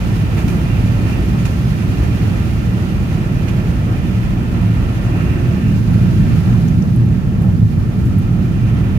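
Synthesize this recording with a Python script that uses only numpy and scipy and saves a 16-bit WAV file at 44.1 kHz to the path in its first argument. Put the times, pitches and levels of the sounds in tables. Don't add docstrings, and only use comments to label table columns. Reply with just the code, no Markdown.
import sys
import numpy as np
from scipy import signal
from scipy.fft import rfft, irfft, next_fast_len
from scipy.io import wavfile

SR = 44100
rng = np.random.default_rng(int(sys.argv[2]) if len(sys.argv) > 2 else 0)


def waveform_to_disk(signal):
    frames = np.transpose(np.atleast_2d(signal))
    scaled = np.clip(frames, -1, 1) * 32767
    samples = np.round(scaled).astype(np.int16)
    wavfile.write(sys.argv[1], SR, samples)


N = 396018
TIME, FFT_SIZE = np.arange(N) / SR, next_fast_len(N)
FREQUENCIES = np.arange(FFT_SIZE // 2 + 1) * SR / FFT_SIZE
PAN = np.array([[.5], [-.5]])

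# time in seconds, base level of swish in dB, base level of spray in dB.
WATER = [(0.0, -40, -45.5), (0.68, -39, -46), (1.17, -39.5, -46), (1.67, -40.5, -46.5), (2.3, -39, -46),
         (2.58, -40.5, -47), (4.58, -41, -49), (4.92, -40, -48), (5.28, -40.5, -48.5), (5.83, -42, -48),
         (6.38, -40.5, -46.5), (6.9, -46.5, -51), (7.28, -46, -53), (7.65, -46.5, -52.5),
         (8.15, -46, -51.5), (8.8, -42, -51), (8.98, -42, -51)]
# time in seconds, change of roar in dB, change of swish in dB, half-length in seconds.
TREAD_PATCHES = [(5.203, 1.5, -0.5, .1), (5.827, -2.2, -3.5, 0.044), (7.65, -2.5, -4.5, 0.053)]


def panel_boom(cabin):
    # frequency in Hz, relative level in dB.
    colour = [(60, -30), (80, -3.5), (98, -.5), (112, 0.76), (140, -4), (185, -3.5), (222, -11.5),
              (245, -13), (270, -25), (380, -81.5)]
    return from_db(-15.5 + coarse_lift_db()) * through_cabin(white(), colour, cabin)


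def suspension_shake(cabin):
    # frequency in Hz, level in dB.
    colour = [(12, -40), (22, -15), (32, -2), (40, 9.5), (49, 11.5), (66, 12.5), (80, 7.5), (100, 0),
              (150, -52.5)]
    level_db = -22 + .26 * wetness_db() + bump_lift_db()
    return from_db(level_db) * through_cabin(white(), colour, cabin)


def tyre_wall_drone(cabin):
    # frequency in Hz, level in dB.
    colour = [(190, -42), (240, -7.5), (265, 0), (310, -4), (400, -10.5), (480, -18), (700, -52)]
    level_db = -28.5 + .31 * wetness_db() + .23 * coarse_lift_db() + .43 * bump_lift_db()
    return from_db(level_db + patch_change_db()) * through_cabin(white(), colour, cabin)


def tread_roar(cabin):
    # frequency in Hz, level in dB.
    colour = [(280, -39), (420, -3), (500, 0), (650, 0), (800, -2.5), (1100, -4), (1400, -9), (1800, -11),
              (2100, -17), (2700, -44)]
    level_db = -34.5 + .64 * wetness_db() + patch_change_db() + .82 * drift(per_s=7)
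    return from_db(level_db) * through_cabin(white(), colour, cabin)


def swish_and_spray(cabin):
    # frequency in Hz, level in dB.
    swish_colour = [(900, -27), (1400, -2), (1650, -4), (2150, -1), (2900, -3.5), (3300, -3.5),
                    (3900, -14.5), (6000, -47)]
    spray_colour = [(2200, -25), (3400, -3), (4000, 0), (5200, -2.3), (7700, -8.7), (10000, -9),
                    (11200, -7.4), (12800, -10), (14200, -17), (16000, -14.5)]
    swish_db, spray_db = water_levels()
    film = drift(per_s=14)
    patch_db = sum(db * swell(time, length) for time, _, db, length in TREAD_PATCHES)
    swish = through_cabin(white() + .46 * droplets(per_s=2500, spread_db=3), swish_colour, cabin)
    spray = through_cabin(white() + .28 * droplets(per_s=3000, spread_db=3), spray_colour, cabin)
    return (from_db(swish_db + 2.5 + patch_db + .5 * film) * swish
            + from_db(spray_db + 3.5 + .75 * film) * spray)


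def groove_sizzle(cabin):
    # time in seconds, level in dB, half-length in seconds.
    puddles = [(.74, -37.5, 0.054), (1.12, -35, 0.046), (5.22, -37.5, 0.092), (5.42, -41.5, 0.073),
               (5.666, -39.5, 0.066)]
    # frequency in Hz, level in dB.
    colour = [(1200, -6), (2100, -1.5), (2450, 1), (2760, 5.5), (3200, -25), (4200, -37)]
    steady = from_db(-47.5 + 1.6 * wetness_db())
    surge = sum(from_db(db) * swell(time, length) for time, db, length in puddles)
    return np.hypot(steady, surge) * through_cabin(white(), colour, cabin)


def slush_splashes(cabin):
    # peak time in seconds, levels of slap, shower and mist in dB,
    # pan in dB, rise and decay in seconds.
    splashes = [(.386, -30, -42, -44.5, 0, .01, .032), (.484, -31, -38, -45, 0, .004, .022),
                (1.10, -41, -45, -49, 0, .012, .035), (1.454, -28.5, -32, -48.5, -1, .0015, .016),
                (3.486, -31.5, -42.5, -54, -5, .005, .03)]
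    # frequency in Hz, level in dB.
    slap_colour = [(300, -16), (600, 0), (900, -1), (1700, -4), (2550, 2), (3400, -9), (4400, -13),
                   (7000, -26), (12000, -45)]
    shower_colour = [(1200, -20), (2600, -1), (4000, 0), (6300, -1.5), (8500, -8), (12000, -10),
                     (13500, -17), (16000, -26)]
    mist_colour = [(3000, -14), (6000, -1), (11500, 0), (13500, -4), (16000, -10)]
    slap, shower, mist = 0, 0, 0
    for time, slap_db, shower_db, mist_db, pan_db, rise, decay in splashes:
        sides = from_db(pan_db * PAN)
        shape = burst(time, rise, decay) * sides
        slap += from_db(slap_db) * shape
        shower += from_db(shower_db) * shape
        mist += from_db(mist_db) * burst(time, rise, decay=.08) * sides
    return (slap * through_cabin(white(), slap_colour, cabin)
            + shower * through_cabin(droplets(per_s=9300, spread_db=-.5), shower_colour, cabin)
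            + mist * through_cabin(droplets(per_s=4000, spread_db=1), mist_colour, cabin))


def slush_crunch(cabin):
    # peak time in seconds, level in dB, rise and decay in seconds.
    ridges = [(.385, -30, .016, .045), (7.44, -30.5, .025, .08)]
    # frequency in Hz, level in dB.
    colour = [(200, -14), (330, 5), (600, 1), (850, -2.5), (1300, -12), (2200, -35)]
    crush = sum(from_db(db) * burst(time, rise, decay) for time, db, rise, decay in ridges)
    return crush * through_cabin(white(), colour, cabin)


def windscreen_ticks(rise_s):
    # start in seconds, level in dB, pitch and band width in Hz, decay in seconds.
    ticks = [(6.400, -45, 11000, 4000, .008), (6.680, -37.5, 6300, 1200, .008),
             (6.682, -42, 12500, 4000, .006), (6.821, -35, 5930, 1300, 0.0058),
             (6.959, -36.5, 10800, 3500, .005), (7.417, -44, 10000, 7000, .016),
             (8.050, -48, 11500, 7000, .04), (8.183, -40, 12000, 4500, .010)]
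    out, noise = np.zeros((2, N)), white()
    age = TIME[:SR // 4]
    for time, db, hz, width, decay in ticks:
        start = int(time * SR)
        span = slice(start, start + len(age))
        shape = (1 - np.exp(-age / rise_s)) * np.exp(-age / decay)
        out[:, span] += from_db(db) * shape * band(noise[:, span], hz, width)
    return out


def groove_song():
    # start and end in seconds, pitch and band width in Hz,
    # level and pan in dB.
    songs = [(4.9, 5.7, 1790, 90, -53, 0), (5.2, 6.6, 1560, 90, -54, 11), (5.8, 6.6, 1350, 150, -50.5, -2),
             (7.85, 9.2, 1350, 170, -51, -2)]
    return sum(from_db(db + pan_db * PAN) * stretch(start, end) * band(rng.standard_normal(N), hz, width)
               for start, end, hz, width, db, pan_db in songs)


def coarse_lift_db():
    # start and end in seconds, lift in dB.
    stretches = [(.33, 1.103, 1.5), (5.0, 5.62, 1.3), (5.64, 7.098, 4.7), (7.41, 7.76, 4.8),
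                 (8.0, 9.2, 2.8)]
    return sum(db * stretch(start, end) for start, end, db in stretches)


def bump_lift_db():
    # time in seconds, lift in dB, half-length in seconds.
    bumps = [(.5, 8.5, 0.044), (.78, 1.5, .06), (1.213, 4.5, 0.045), (2.02, 5.5, .05), (2.24, 3, 0.13),
             (2.9, 0, .05), (5.33, 3.5, 0.12), (5.66, 3.5, 0.065), (8.05, 6.5, 0.061), (8.9, 3.5, 0.042)]
    return sum(db * swell(time, length) for time, db, length in bumps)


def patch_change_db():
    return sum(db * swell(time, length) for time, db, _, length in TREAD_PATCHES)


def water_levels():
    times, *levels = np.transpose(WATER)
    return [np.interp(TIME, times, db) for db in levels]


def wetness_db():
    swish_db, _ = water_levels()
    return swish_db - swish_db.mean()


def cabin_response():
    # frequency and width in Hz, left and right lift in dB.
    peaks_and_dips = [ (117, 27, 7, 3.7), (157, 16, 2.4, 3.3), (183, 15, 4.3, 5.3), (209, 10, 4.6, 4.9),
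                      (234, 11, 7.2, 7), (352, 48, 5.8, 3.6), (388, 30, -3.5, -2), (441, 52, 2.8, 1.8),
                      (580, 39, 3, .8), (734, 42, 6.3, 0), (868, 35, -3.5, 0), (960, 40, 0, -2.8),
                      (1150, 70, .8, 4), (1215, 60, 1.5, -3), (1295, 120, 5.3, 0), (1358, 110, 1.8, 6.8),
                      (1545, 70, 0, 5), (1605, 60, 5, 1.5), (1668, 45, -2, -2), (1790, 115, 2.4, 6),
                      (1890, 45, 0, -1.5), (1970, 80, 1.2, 6.2), (2070, 80, -1.5, -2.2),
                      (2149, 75, -1, 4.6), (2250, 90, -.5, -2.8), (2490, 60, -2, -1), (2405, 110, 1.9, 9.2),
                      (2595, 60, 3.2, 3.8), (2770, 140, 1, 4.6), (3030, 90, 2.8, 2.8),
                      (3320, 190, -3, -2.4), (3527, 100, .3, 2.5), (4511, 82, 3.3, 1.5),
                      (5150, 250, 2, -.5), (5766, 154, -2.8, 1.5), (6299, 416, .6, 4.8),
                      (6570, 220, -4.5, -2), (6887, 325, 2, 3.2), (7400, 400, -2, 0), (8370, 220, -1, -2.5),
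                      (8911, 213, 0, 3.2), (9700, 1200, -1.6, .5), (11150, 350, 0, 1.5),
                      (11630, 160, -1.5, -2), (11890, 150, 3, 5.5), (13727, 390, 2, 4),
                      (14575, 306, 4.5, 7), (15000, 300, -2.5, -3)]
    # frequency in Hz, pan in dB.
    lean = [(55, 0), (80, -2), (140, -4), (185, -4), (222, -3.5), (400, -2.5), (500, -6), (650, -1.5),
            (800, -2), (1100, 0.5), (1600, 0.5), (2150, -3.5), (11000, -3), (13000, 1)]
    # frequency in Hz, lag in radians.
    left_lag = [(80, 0.19), (130, 0.035), (340, 0.16), (520, 1.07), (660, 0.0075), (930, 0.77),
                (1100, -0.88), (1550, -0.079)]
    db = over_frequency(lean) * PAN
    for hz, width, left_db, right_db in peaks_and_dips:
        db += np.array([[left_db], [right_db]]) / (1 + (2 * (FREQUENCIES - hz) / width) ** 2)
    return from_db(db) * np.exp(-1j * over_frequency(left_lag) * np.array([[1], [0]]))


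def through_cabin(noises, colour, cabin):
    # frequency in Hz, likeness (1 is the same, -1 is opposite).
    likeness = [(40, 1), (130, .87), (190, 0.92), (270, 0.83), (340, 0.79), (420, 0.72), (520, 0.56),
                (660, 0.56), (730, -0.13), (800, 0.51), (930, 0.34), (1100, -0.6), (1350, -0.14),
                (1550, -0.48), (1680, -0.3), (1790, .25), (1900, -0.23), (2450, 0.055), (2850, -0.12),
                (3500, -0.055)]
    alike = np.clip(over_frequency(likeness), -.9, .995)
    mid, side = rfft(noises, FFT_SIZE) * from_db(over_frequency(colour))
    pair = mid * np.sqrt(1 + alike) + side * np.sqrt(1 - alike) * np.array([[1], [-1]])
    return unit_level(irfft(pair * cabin, FFT_SIZE)[:, :N])


def white():
    return rng.standard_normal((2, N))


def droplets(per_s, spread_db):
    sizes = from_db(spread_db * np.minimum(rng.exponential(1, (2, N)), 5))
    clicks = white() * sizes * (rng.random((2, N)) < per_s / SR)
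    return clicks / (clicks.std() + 1e-20)


def drift(per_s):
    step, warm_up = 100, 1000
    pole = np.exp(-2 * np.pi * per_s * step / SR)
    noise = rng.standard_normal(N // step + warm_up + 2)
    slow = signal.lfilter([1], [1, -2 * pole, pole * pole], noise)[warm_up:]
    return np.interp(np.arange(N) / step, np.arange(len(slow)), slow / slow.std())


def swell(time, half_length):
    return np.exp(-.5 * np.minimum(((TIME - time) / half_length) ** 2, 60))


def burst(time, rise, decay):
    return np.where(TIME < time, swell(time, rise), np.exp(-np.clip((TIME - time) / decay, 0, 30)))


def stretch(start, end, ramp_s=.34):
    return np.clip(np.minimum(TIME - start, end - TIME) / ramp_s + .5, 0, 1)


def band(noise, hz, width):
    band_pass = signal.butter(2, [hz - width / 2, hz + width / 2], "band", fs=SR, output="sos")
    return unit_level(signal.sosfilt(band_pass, noise))


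def over_frequency(points):
    hz, value = np.transpose(points)
    return np.interp(np.log(FREQUENCIES + 1e-3), np.log(hz), value)


def from_db(db):
    return 10 ** (np.asarray(db) / 20)


def unit_level(sound):
    return sound / np.sqrt(np.mean(sound ** 2) + 1e-20)


def scene():
    cabin = cabin_response()
    road = suspension_shake(cabin) + panel_boom(cabin) + tyre_wall_drone(cabin) + tread_roar(cabin)
    water = swish_and_spray(cabin) + groove_sizzle(cabin) + slush_splashes(cabin)
    return road + water + windscreen_ticks(rise_s=.00099) + slush_crunch(cabin) + groove_song()


def record(dry):
    fade_s, cutoff_hz = .004, 15700
    rounded = dry / (1 + np.abs(dry) ** 8) ** (1 / 8)
    fade = np.sin(np.pi / 2 * np.clip(np.minimum(TIME, TIME[-1] - TIME) / fade_s, 0, 1)) ** 2
    return signal.sosfilt(signal.ellip(12, .1, 80, cutoff_hz, fs=SR, output="sos"), rounded * fade)


dry = scene()
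out = record(dry)
waveform_to_disk(out)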